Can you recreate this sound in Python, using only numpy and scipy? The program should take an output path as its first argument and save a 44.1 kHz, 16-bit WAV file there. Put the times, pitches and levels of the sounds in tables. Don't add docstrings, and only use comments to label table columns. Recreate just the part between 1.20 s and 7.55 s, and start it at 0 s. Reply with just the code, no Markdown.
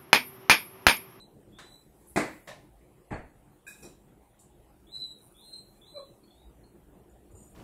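import sys
import numpy as np
from scipy import signal
from scipy.fft import rfft, irfft
from scipy.io import wavfile
from scipy.ndimage import uniform_filter1d, minimum_filter1d

SR = 44100
rng = np.random.default_rng(int(sys.argv[2]) if len(sys.argv) > 2 else 0)


def boost(x):
    u = np.asarray(x, float) / 20
    return 10 ** u


def store_wav(level_fs):
    pcm = np.round(np.clip(np.atleast_2d(level_fs), -1, 1) * 32767)
    wavfile.write(sys.argv[1], SR, pcm.T.astype(np.int16))


N = 280035


def dog():
    steady, rising, throat = whimpers() + peeps(), slides(), yip()
    into_room = boost(-17) * steady * wander(N, size=150)
    into_room += boost(-1.5) * rising
    into_room += boost(-13) * throat * (1 + .7 * wander(N, size=250))
    return steady + rising + throat + room(into_room, .006)


# (time [s], pitch [Hz], level [dB])
HELD = [
    [(0, 4057, -59), (.03, 4060, -59), (.06, 4064, -68), (.075, 4035, -84)],
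    [(.425, 4010, -68), (.437, 4005, -60), (.46, 3990, -65), (.476, 3975, -58), (.505, 3990, -65),
     (.53, 3987, -59), (.56, 3995, -57), (.575, 3995, -63), (.625, 3990, -72)],
    [(3.715, 3930, -62), (3.74, 3936, -48), (3.765, 3941, -42), (3.79, 3952, -52), (3.82, 3946, -40),
     (3.848, 3938, -38), (3.875, 3907, -51), (3.92, 3900, -50), (3.965, 3885, -68)],
    [(4.225, 4078, -63), (4.285, 4162, -54), (4.318, 4127, -60), (4.338, 4131, -43), (4.349, 4127, -49),
     (4.362, 4124, -43), (4.373, 4118, -57), (4.387, 4119, -48), (4.45, 4110, -70)],
    [(4.67, 4049, -65), (4.7, 4068, -62), (4.735, 4089, -67), (4.77, 4086, -49), (4.8, 4083, -55),
     (4.83, 4084, -63), (4.87, 4096, -70)],
]
# (pitch [Hz], level against leader [dB], fade [dB/s], ceiling of leader's octave [dB])
NOSTRIL = [
    (3940, 2.5, -100, -69.5),
    (3934, -5.5, -3, -64),
    (4052, 2, -24, -65.5),
    (3873, -4.5, -38, -56.5),
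    (3980, 4.5, -29, -66),
]


def whimpers():
    out = np.zeros(N)
    for rows, (other_hz, other_db, fade_db, ceiling_db) in zip(HELD, NOSTRIL):
        s, hz, db = np.transpose(rows)
        octave = np.c_[s, hz, np.minimum(db - 9.5, ceiling_db)]
        other = np.c_[s, other_hz + 0 * s, db + other_db + fade_db * (s - s[0])]
        add(out, *voice(rows, (1,), wobble=.001, rough=.12, size=170))
        add(out, *voice(octave, (2,), wobble=.002, rough=.45, size=200))
        add(out, *voice(other, (1,), wobble=.001, rough=.12, size=170))
    return out


# (start [s], length [s], pitch [Hz], level [dB])
PEEPS = [(3.74, .18, 3450, -79), (3.75, .04, 3450, -66), (3.845, .035, 3450, -64),
         (3.766, .06, 4750, -64.5), (3.787, .06, 5280, -69), (3.86, .07, 7800, -67),
         (3.946, .094, 3885, -62), (4.2, .11, 3520, -63), (4.33, .04, 3520, -66), (4.34, .055, 8200, -62),
         (4.454, .14, 4110, -66.5), (4.609, .08, 3450, -59), (4.66, .1, 3470, -68), (4.715, .05, 8170, -66),
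         (4.752, .075, 2335, -65), (4.765, .1, 1170, -60), (4.79, .04, 1070, -58), (4.78, .06, 1700, -74),
         (4.783, .09, 3470, -63), (4.775, .061, 500, -49), (4.853, .1, 3970, -67.5), (.608, .07, 4000, -73),
         (.45, .17, 8000, -75), (5.028, .082, 4360, -66), (5.1, .08, 4310, -71), (5.1, .05, 3480, -64),
         (5.072, .05, 3370, -69), (5.205, .09, 3790, -67), (5.43, .085, 4275, -67)]


def peeps():
    out = np.zeros(N)
    for s, length, hz, db in PEEPS:
        rows = [(s, hz, db - 22), (s + .14 * length, hz, db), (s + length, hz, db - 13.5)]
        add(out, *voice(rows, (1,), wobble=.005, rough=.5, size=120))
    return out


# (start [s], length [s], end pitch [Hz], level [dB])
SLIDES = [
    (.318, .105, 3900, -64),
    (3.665, .053, 3930, -63),
    (4.14, .087, 4080, -65),
    (4.612, .063, 3970, -65),
    (5.085, .13, 3860, -72),
]


def slides():
    out = np.zeros(N)
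    start_hz, bend, start_db = 3360, 1.6, -8
    u = np.linspace(0, 1, 9)
    for s, length, hz, db in SLIDES:
        pitch_hz = start_hz + (hz - start_hz) * u ** bend
        rows = np.c_[s + length * u, pitch_hz, db + start_db * (1 - u) ** 4]
        add(out, *voice(rows, (1,), wobble=.006, rough=.5, size=110))
    return out


# (time [s], pitch [Hz], level [dB])
YIP = [
    (4.735, 600, -62),
    (4.762, 586, -44),
    (4.782, 572, -38),
    (4.79, 545, -50),
    (4.806, 550, -46),
    (4.85, 550, -63),
]


def yip():
    out = np.zeros(N)
    s, hz, db = np.transpose(YIP)
    ends = s[[0, -1]]
    second_db = db + np.interp(s, ends, (-37.5, 4))
    fourth_db = db + np.interp(s, ends, (-33, -35))
    rows = np.c_[s, hz, db, second_db, fourth_db]
    add(out, *voice(rows, (1, 2, 4), wobble=.008, rough=.12, size=250))
    return out


def voice(rows, multiples, wobble, rough, size):
    s, hz, *levels_db = np.transpose(rows)
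    t = np.arange(s[0], s[-1], 1 / SR)
    pitch_hz = np.interp(t, s, hz) * (1 + wobble * wander(len(t), size=150))
    turns = np.cumsum(pitch_hz) / SR + rng.random()
    air_flow = 1 + rough * (wander(len(t), size=size) + 1j * wander(len(t), size=size))
    tone = 0
    for k, db in zip(multiples, levels_db):
        partial = (air_flow * np.exp(2j * np.pi * k * turns)).real
        tone = tone + boost(np.interp(t, s, db)) * partial
    fade_s = .006
    since_start = t - s[0] + fade_s * (s[0] == 0)
    edges = np.clip(np.minimum(since_start, s[-1] - t) / fade_s, 0, 1)
    return s[0], np.sqrt(2 / (1 + 2 * rough ** 2)) * tone * edges


# (time [s], level [dB], length of the blow [s])
KNOCKS = [(0.386, -52, 0.0048), (0.9602, -30.5, 0.0034), (1.273, -47.5, 0.015), (1.605, -77, 0.011),
          (1.906, -40.5, 0.018), (2.472, -53, 0.059), (2.623, -52.5, 0.038), (3.192, -64, 0.025),
          (3.749, -69, 0.011), (6.096, -57, 0.011), (0.9716, -32.5, 0.0019), (0.984, -40.5, 0.0045),
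          (0.9967, -47, .002), (1.921, -42, 0.014), (1.942, -56.5, 0.0061), (6.141, -59.5, .012),
          (.289, -80, .003)]
# (frequency [Hz], level [dB])
TAP = [(59, -45), (100, -8.5), (1800, 0.5), (2690, -11), (3700, -4), (5280, -16), (7800, -10), (15500, -32)]
DOOR = [(50, -19.5), (200, -4), (310, 1), (420, -5.5), (560, -2.5), (1000, -8.5), (1450, -11.5),
        (2200, -7.5), (3100, -24.5), (4200, -21.5), (5700, -27.5), (7920, -21), (15500, -39.5)]
PLANK = [(59, -55), (100, -6.5), (394, -13), (630, 2.5), (1060, -14), (1310, -15), (2200, -13),
         (3390, -17.5), (7000, -21), (15500, -31)]
TICK = [(800, 3), (1500, -19), (2100, 10), (2800, -11), (5000, -27)]
BUMP = [(70, -2.5), (750, -4.5), (1250, -16), (1800, -12), (2450, -19.5), (3000, -32), (5200, -45),
        (8510, -35), (12000, -62)]
PLATE = [(1000, -3.5), (1600, -1), (2500, -12), (3100, -15), (3900, 1), (4400, -20), (5400, -1), (6200, -7),
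         (8000, 1.5), (15500, 0)]
MUG = [(150, -5), (320, 10), (900, -5), (2300, -19), (3300, -18), (7400, -15), (10000, -11.5), (15500, -33)]
CLINK = [(3000, -32), (3870, -19), (5500, -21), (7700, -1), (10000, -4), (15500, -17)]
SNAP = [(500, -6), (1500, -3), (3000, -12), (5200, -10.5), (6500, -6), (10000, -6), (14000, -39)]
PAW = [(45, -10), (95, 4.5), (200, -18), (380, -12), (745, -28), (1500, -28), (1950, -66), (3300, -120)]
PAD = [(100, -7), (250, -23), (385, 12), (600, -9), (1300, -13), (2500, -61)]
# (time [s], peak [dB], length [s])
SHOVES = [
    (0.9605, -14, 0.0013),
    (.9715, -21, 0.00092),
    (0.9736, -20, 0.0026),
    (1.9215, -27, 0.0016),
    (1.926, -29, 0.002),
]


def knocks():
    out, t = np.zeros(N), np.arange(4096) / SR
    colours = (TAP, DOOR, PLANK, TICK, BUMP, PLATE, MUG, CLINK, SNAP, PAW,
               DOOR, DOOR, DOOR, BUMP, BUMP, PAD, TAP)
    for (s, db, length), colour in zip(KNOCKS, colours):
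        body = boost(db + 34) * struck_body(colour)
        crack = rng.standard_normal(4096) * np.exp(-t / length) * (1 - np.exp(-t / .004))
        crack = crack / np.linalg.norm(crack)
        add(out, s, boost(-18.5) * signal.fftconvolve(crack, body))
        add(out, s - .002, room(body, .53 * length))
    for s, db, length in SHOVES:
        u = np.arange(0, 2 * length, 1 / SR) / length
        push = np.sin(np.pi * u) * np.exp(-u)
        add(out, s, boost(db) * (push.mean() - push))
    return out


def struck_body(colour):
    gain_db = np.maximum(read(colour, np.fft.rfftfreq(4096, 1 / SR)), -80)
    log_gain = np.log(boost(np.r_[gain_db, gain_db[-2:0:-1]]))
    spectrum = np.exp(np.conj(signal.hilbert(log_gain)))
    body = np.fft.ifft(spectrum).real[:2048]
    return body / np.linalg.norm(body)


# (frequency [Hz], level [dB], decay time T60 [s])
CUPBOARD = [(313.6, 3.5, 0.23), (363, -12, 0.15), (465, -17, 0.12), (676, -4, 0.16), (807, -2, 0.07),
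            (1040, -6.5, 0.21), (1165, -23, .15), (1610, 3, 0.07), (2014, -0.5, 0.16), (2130, -18, 0.14)]
BOARD = [(627, -10, 0.14), (700, -24, 0.11), (1036, -8, 0.15), (1840, -4, 0.066), (1990, -8, .08),
         (3750, -13, 0.11)]
THUD = [(74.6, -23, 0.11), (104, 4, 0.11), (127.5, 2.5, 0.22), (158, -0.5, 0.203), (197, -14, 0.253),
        (272, -8, 0.44)]
CRATE = [(743, -7, .16), (865, -2, 0.16), (1630, -3, 0.14), (2020, -11, 0.17)]
BOWL = [(1540, -1, 0.093), (1627, 2.5, 0.13), (1687, -5, 0.081), (2446, -5, 0.34)]
DISH = [(1620, -5, 0.39), (2502, 6, 0.22), (3840, -8, 0.49), (4700, -17, 0.38), (5660, -15, 0.44),
        (6417, -21, 0.3), (7270, -2, 0.4), (7983, -4, 0.39), (8540, -6, 0.16), (9800, -4, 0.16),
        (10500, -8, 0.16), (11500, -14, .2), (13200, -18, .2), (14500, -12, .2)]
CUP = [(2500, 0, 0.12), (3930, -5, 0.26), (5040, -16, 0.12), (5420, -6.5, 0.13), (5720, -3.5, 0.21),
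       (7300, -2.5, 0.21), (7890, -12, 0.34), (8500, -18, .15), (9400, -7, 0.1), (11200, -21, .12),
       (13000, -18, .12)]
GLASS = [(3850, -3, 0.11), (4520, -6, 0.11), (5400, -10, .12), (5960, -11, .12), (7160, 3, 0.3),
         (7770, -6, .15), (7970, 2, 0.18), (9430, -5, 0.3), (10400, -19, .15), (11600, -21, .12)]
TAG = [(8600, -13, 0.094), (10430, -4, 0.17), (11800, -7, .12), (13100, -35, 0.097)]
COLLAR = [(7000, 3.5, 0.2), (7600, -5, 0.3), (8050, -5, 0.37), (8690, -0.5, 0.4), (10100, -8, 0.089),
          (11600, -8, 0.22)]
PANEL = [(4380, 0, 0.098)]
# (modes, spread of each mode [share of its pitch], [(time [s], level [dB])])
STRIKES = [
    (THUD, 0.028, [(.963, -49), (1.912, -51)]),
    (CUPBOARD, 0.027, [(.962, -46.5), (.9725, -34)]),
    (BOARD, 0.061, [(1.274, -47), (1.288, -46), (1.313, -47.5)]),
    (DISH, 0.025, [(2.466, -62), (2.474, -59), (2.497, -70)]),
    (CRATE, 0.047, [(1.915, -58), (1.925, -48), (1.95, -55)]),
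    (BOWL, 0.031, [(2.466, -54.5), (2.476, -57), (2.53, -71)]),
    (CUP, 0.026, [(2.625, -59), (2.648, -61)]),
    (GLASS, 0.0098, [(3.19, -73), (3.207, -76)]),
    (TAG, 0.011, [(.829, -75), (.869, -54), (.896, -54.5)]),
    (COLLAR, 0.0098, [(5.895, -81), (6.112, -77.5), (6.15, -69.5), (6.172, -68), (6.195, -71), (6.222, -69), (6.245, -75), (6.27, -77)]),
]


def ringing():
    dry, t = np.zeros(N), np.arange(SR // 3) / SR
    soft_start = 1 - np.exp(-t / .002)
    for modes, spread, strikes in STRIKES + [(PANEL, .03, [(1.936, -61)])]:
        for s, strike_db in strikes:
            for hz, db, t60 in modes:
                lines = hz * (1 + spread * rng.uniform(-1, 1, (9, 1)))
                phase = min(hz / 1500, 1) * rng.random((9, 1))
                cluster = np.sin(2 * np.pi * (lines * t + phase)).sum(0)
                cluster = 2 * cluster / np.sqrt(np.mean(cluster[:SR // 16] ** 2))
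                decay = boost(strike_db + db - 10 - 60 * t / min(t60, .35))
                add(dry, s, decay * cluster * soft_start)
    return boost(7.5) * dry + room(dry, .0013)


# (first slip [s], last slip [s], number of slips)
CREAKS = [
    (3.7454, 3.7504, 2),
    (3.9893, 3.9893, 1),
    (4.0152, 4.0797, 9),
    (4.127, 4.127, 1),
    (4.1697, 4.211, 5),
    (4.2423, 4.2597, 3),
    (4.2862, 4.31, 4),
    (4.367, 4.367, 1),
]
# (frequency [Hz], width [Hz], level [dB])
CREAK_BODY = [(9590, 800, 0), (10686, 1200, -2), (11900, 1200, -2), (13500, 1200, -3)]


def creak():
    t, dry = np.arange(300) / SR, np.zeros(N)
    times = np.concatenate([np.linspace(*burst) for burst in CREAKS])
    chance = rng.standard_normal((len(times), 2))
    slip_s = times + .0018 * chance[:, 0]
    slip_db = -49 + .5 * chance[:, 1]
    for s, db in zip(slip_s, slip_db):
        click = 0
        for hz, width_hz, mode_db in CREAK_BODY:
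            tone = np.sin(2 * np.pi * (hz * t + .5 * rng.random()))
            click = click + boost(mode_db) * np.exp(-np.pi * width_hz * t) * tone
        click = click * (1 - np.exp(-t / .0004)) ** 2
        add(dry, s, boost(db - 1.5) * click / abs(click).max())
    return dry + boost(-2.5) * room(dry, .0035)


# (frequency [Hz], level [dB])
AIR = [(20, -16), (35, 6.5), (55, 1), (85, -3.5), (130, 4.5), (250, -2.5), (350, 2.5), (500, -5), (800, -6),
       (1100, -14.5), (1700, -19.5), (3000, -22.5), (5200, -32.5), (6500, -30.5), (8000, -23.5),
       (11000, -23.5), (15500, -29)]
# (frequency [Hz], width [Hz], level [dB])
AIR_MODES = [(115, 8.6, 4), (206, 14, 8), (294, 6.9, 6.5), (352, 5.8, 6.5), (496, 13, 4)]
# (time [s], width [s], level over the hiss [dB])
RUSTLES = [
    (.55, 0.088, 7.5),
    (1.05, 0.26, 12.5),
    (2.62, 0.088, 12.5),
    (3.82, 0.1, 5.5),
    (4.4, 0.64, 5),
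    (6.35, 0.25, 6.5),
]
# (time [s], width [s], level [dB])
RUMBLES = [
    (.15, 0.32, 4),
    (3.95, 0.44, -0.5),
    (5.9, 0.32, 3.5),
]


def air():
    frames, hz = N // 256 + 5, np.fft.rfftfreq(1024, 1 / SR)
    a, b, patches = rng.standard_normal((frames, 513, 3)).T
    patches = uniform_filter1d(patches, size=8, axis=0)
    patches = evened(uniform_filter1d(patches, size=12, axis=1))
    t = np.arange(frames) * 256 / SR
    high = np.clip(np.log2((hz + 1) / 4500) + .5, 0, 1)[:, None]
    low = np.clip(np.log2(900 / (hz + 1)) + .5, 0, 1)[:, None]
    rustle_share = high + .059 * (1 - low - high)
    stir_db = low * (.5 + swells(RUMBLES, t)) + rustle_share * swells(RUSTLES, t)
    noise = (a + 1j * b) * boost(stir_db + 2.88 * patches)
    tone = signal.istft(noise, nperseg=1024, noverlap=768)[1][:N]
    fine_hz = np.fft.rfftfreq(N, 1 / SR)
    shape_db = read(AIR, fine_hz)
    for mode_hz, width_hz, db in AIR_MODES:
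        shape_db = shape_db + db / (1 + (2 * (fine_hz - mode_hz) / width_hz) ** 2)
    return boost(-59) * evened(irfft(rfft(tone) * boost(shape_db), N))


# (time [s], width [s], level over rest [dB])
HUM_SWELLS = [
    (.97, 0.24, 15),
    (1.57, 0.1, 18),
    (2, 0.087, 23.4),
    (3.3, 0.83, 11),
    (5.29, 0.28, 16.4),
    (6.1, 0.49, 14),
]


def hum():
    turns = np.cumsum(58.9 * (1 + .108 * wander(N, size=1200))) / SR
    level_db = -75.5 + swells(HUM_SWELLS, np.arange(N) / SR) + 4.4 * wander(N, size=1800)
    return boost(level_db) * np.sin(2 * np.pi * turns)


# (frequency [Hz], T60 [s])
ROOM_T60 = [(60, 0.46), (250, 0.35), (1000, 0.35), (2500, 0.39), (4500, .37), (7000, 0.32), (10000, .27),
            (14000, 0.16)]


def room(x, build_s):
    taps = np.zeros(SR)
    at = np.arange(100, SR - 12, 12) + rng.integers(0, 12, (SR - 101) // 12)
    taps[at] = rng.choice([-1., 1.], at.shape)
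    hz, t, z = signal.stft(taps, SR, nperseg=256)
    decay = boost(-60 * t / read(ROOM_T60, hz)[:, None])
    tail = signal.istft(z * decay, SR, nperseg=256)[1]
    tail = tail * (1 - np.exp(-np.arange(len(tail)) / SR / build_s))
    return signal.fftconvolve(x, tail / np.linalg.norm(tail))[:N]


def swells(rows, t):
    return sum(db * np.exp(-((t - s) / width) ** 2) for s, width, db in rows)


def wander(count, size):
    noise = uniform_filter1d(rng.standard_normal(count), size)
    return evened(uniform_filter1d(noise, size))


def evened(x):
    return x / np.sqrt(np.mean(x ** 2) + 1e-20)


def read(points, hz):
    f, value = np.transpose(points)
    return np.interp(np.log(hz + 1), np.log(f + 1), value)


def add(mix, s, sound):
    part = mix[round(s * SR):][:len(sound)]
    part += sound[:len(part)]


def scene():
    return (dog() + knocks() + ringing() + creak() + air() + hum())[None]


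# (offset [dB], slope upward [dB/octave], slope downward
# [dB/octave])
GATE = (23, 36, 100)
# (frequency [Hz], distance [dB])
STARVED = [(4700, 90), (5200, 50), (6100, 50), (6800, 70), (9500, 70), (10200, 53), (13000, 51),
           (15500, 47)]


def gated(sound):
    z = signal.stft(sound, nperseg=2048, noverlap=1536)[2]
    bands = z[:1024].reshape(128, 8, -1)
    power = (abs(bands) ** 2).sum(1)
    level_db = 10 * np.log10(power + 1e-20)
    total_db = 10 * np.log10(power.sum(0) + 1e-20)
    octaves = np.log2(np.arange(128) + .5)
    apart = octaves[:, None] - octaves[None]
    spread_db = GATE[0] + np.maximum(GATE[1] * apart, -GATE[2] * apart)
    threshold_db = (level_db[None] - spread_db[:, :, None]).max(1)
    whistling = level_db[19:26].max(0) - level_db[28:34].mean(0) > 17
    in_time_db = -minimum_filter1d(-np.where(whistling, threshold_db, -200), 7, axis=1)
    threshold_db[25:37] = np.maximum(threshold_db, in_time_db + 1)[25:37]
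    threshold_db[37:] -= 6
    band_hz = (np.arange(128) + .5) * SR / 256
    threshold_db = np.maximum(threshold_db, total_db - read(STARVED, band_hz)[:, None])
    rest_db = np.median(level_db, axis=1)[:, None]
    usual_db = np.minimum(signal.medfilt2d(level_db, (1, 15)), rest_db + 6)
    threshold_db[18:] = np.maximum(threshold_db, usual_db - 6.5)[18:]
    around_db = -minimum_filter1d(-uniform_filter1d(level_db, 3, axis=1), 7, axis=0)
    valley_db = np.where(total_db > -54, around_db - 13, -200)
    threshold_db[15:40] = np.maximum(threshold_db, valley_db)[15:40]
    kept = np.clip((level_db - threshold_db) / 3, 0, 1)
    kept[91:96] *= (level_db > rest_db + 24)[91:96]
    kept[96:] = 0
    z = np.vstack([(bands * kept[:, None]).reshape(1024, -1), z[1024:]])
    return signal.istft(z, nperseg=2048, noverlap=1536)[1][:N]


def top_cut(x):
    return signal.sosfilt(signal.butter(12, 16470, fs=SR, output="sos"), x)


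def record(dry):
    mix = gated(dry[0])[None]
    return top_cut(mix)


dry = scene()
out = record(dry)
store_wav(out)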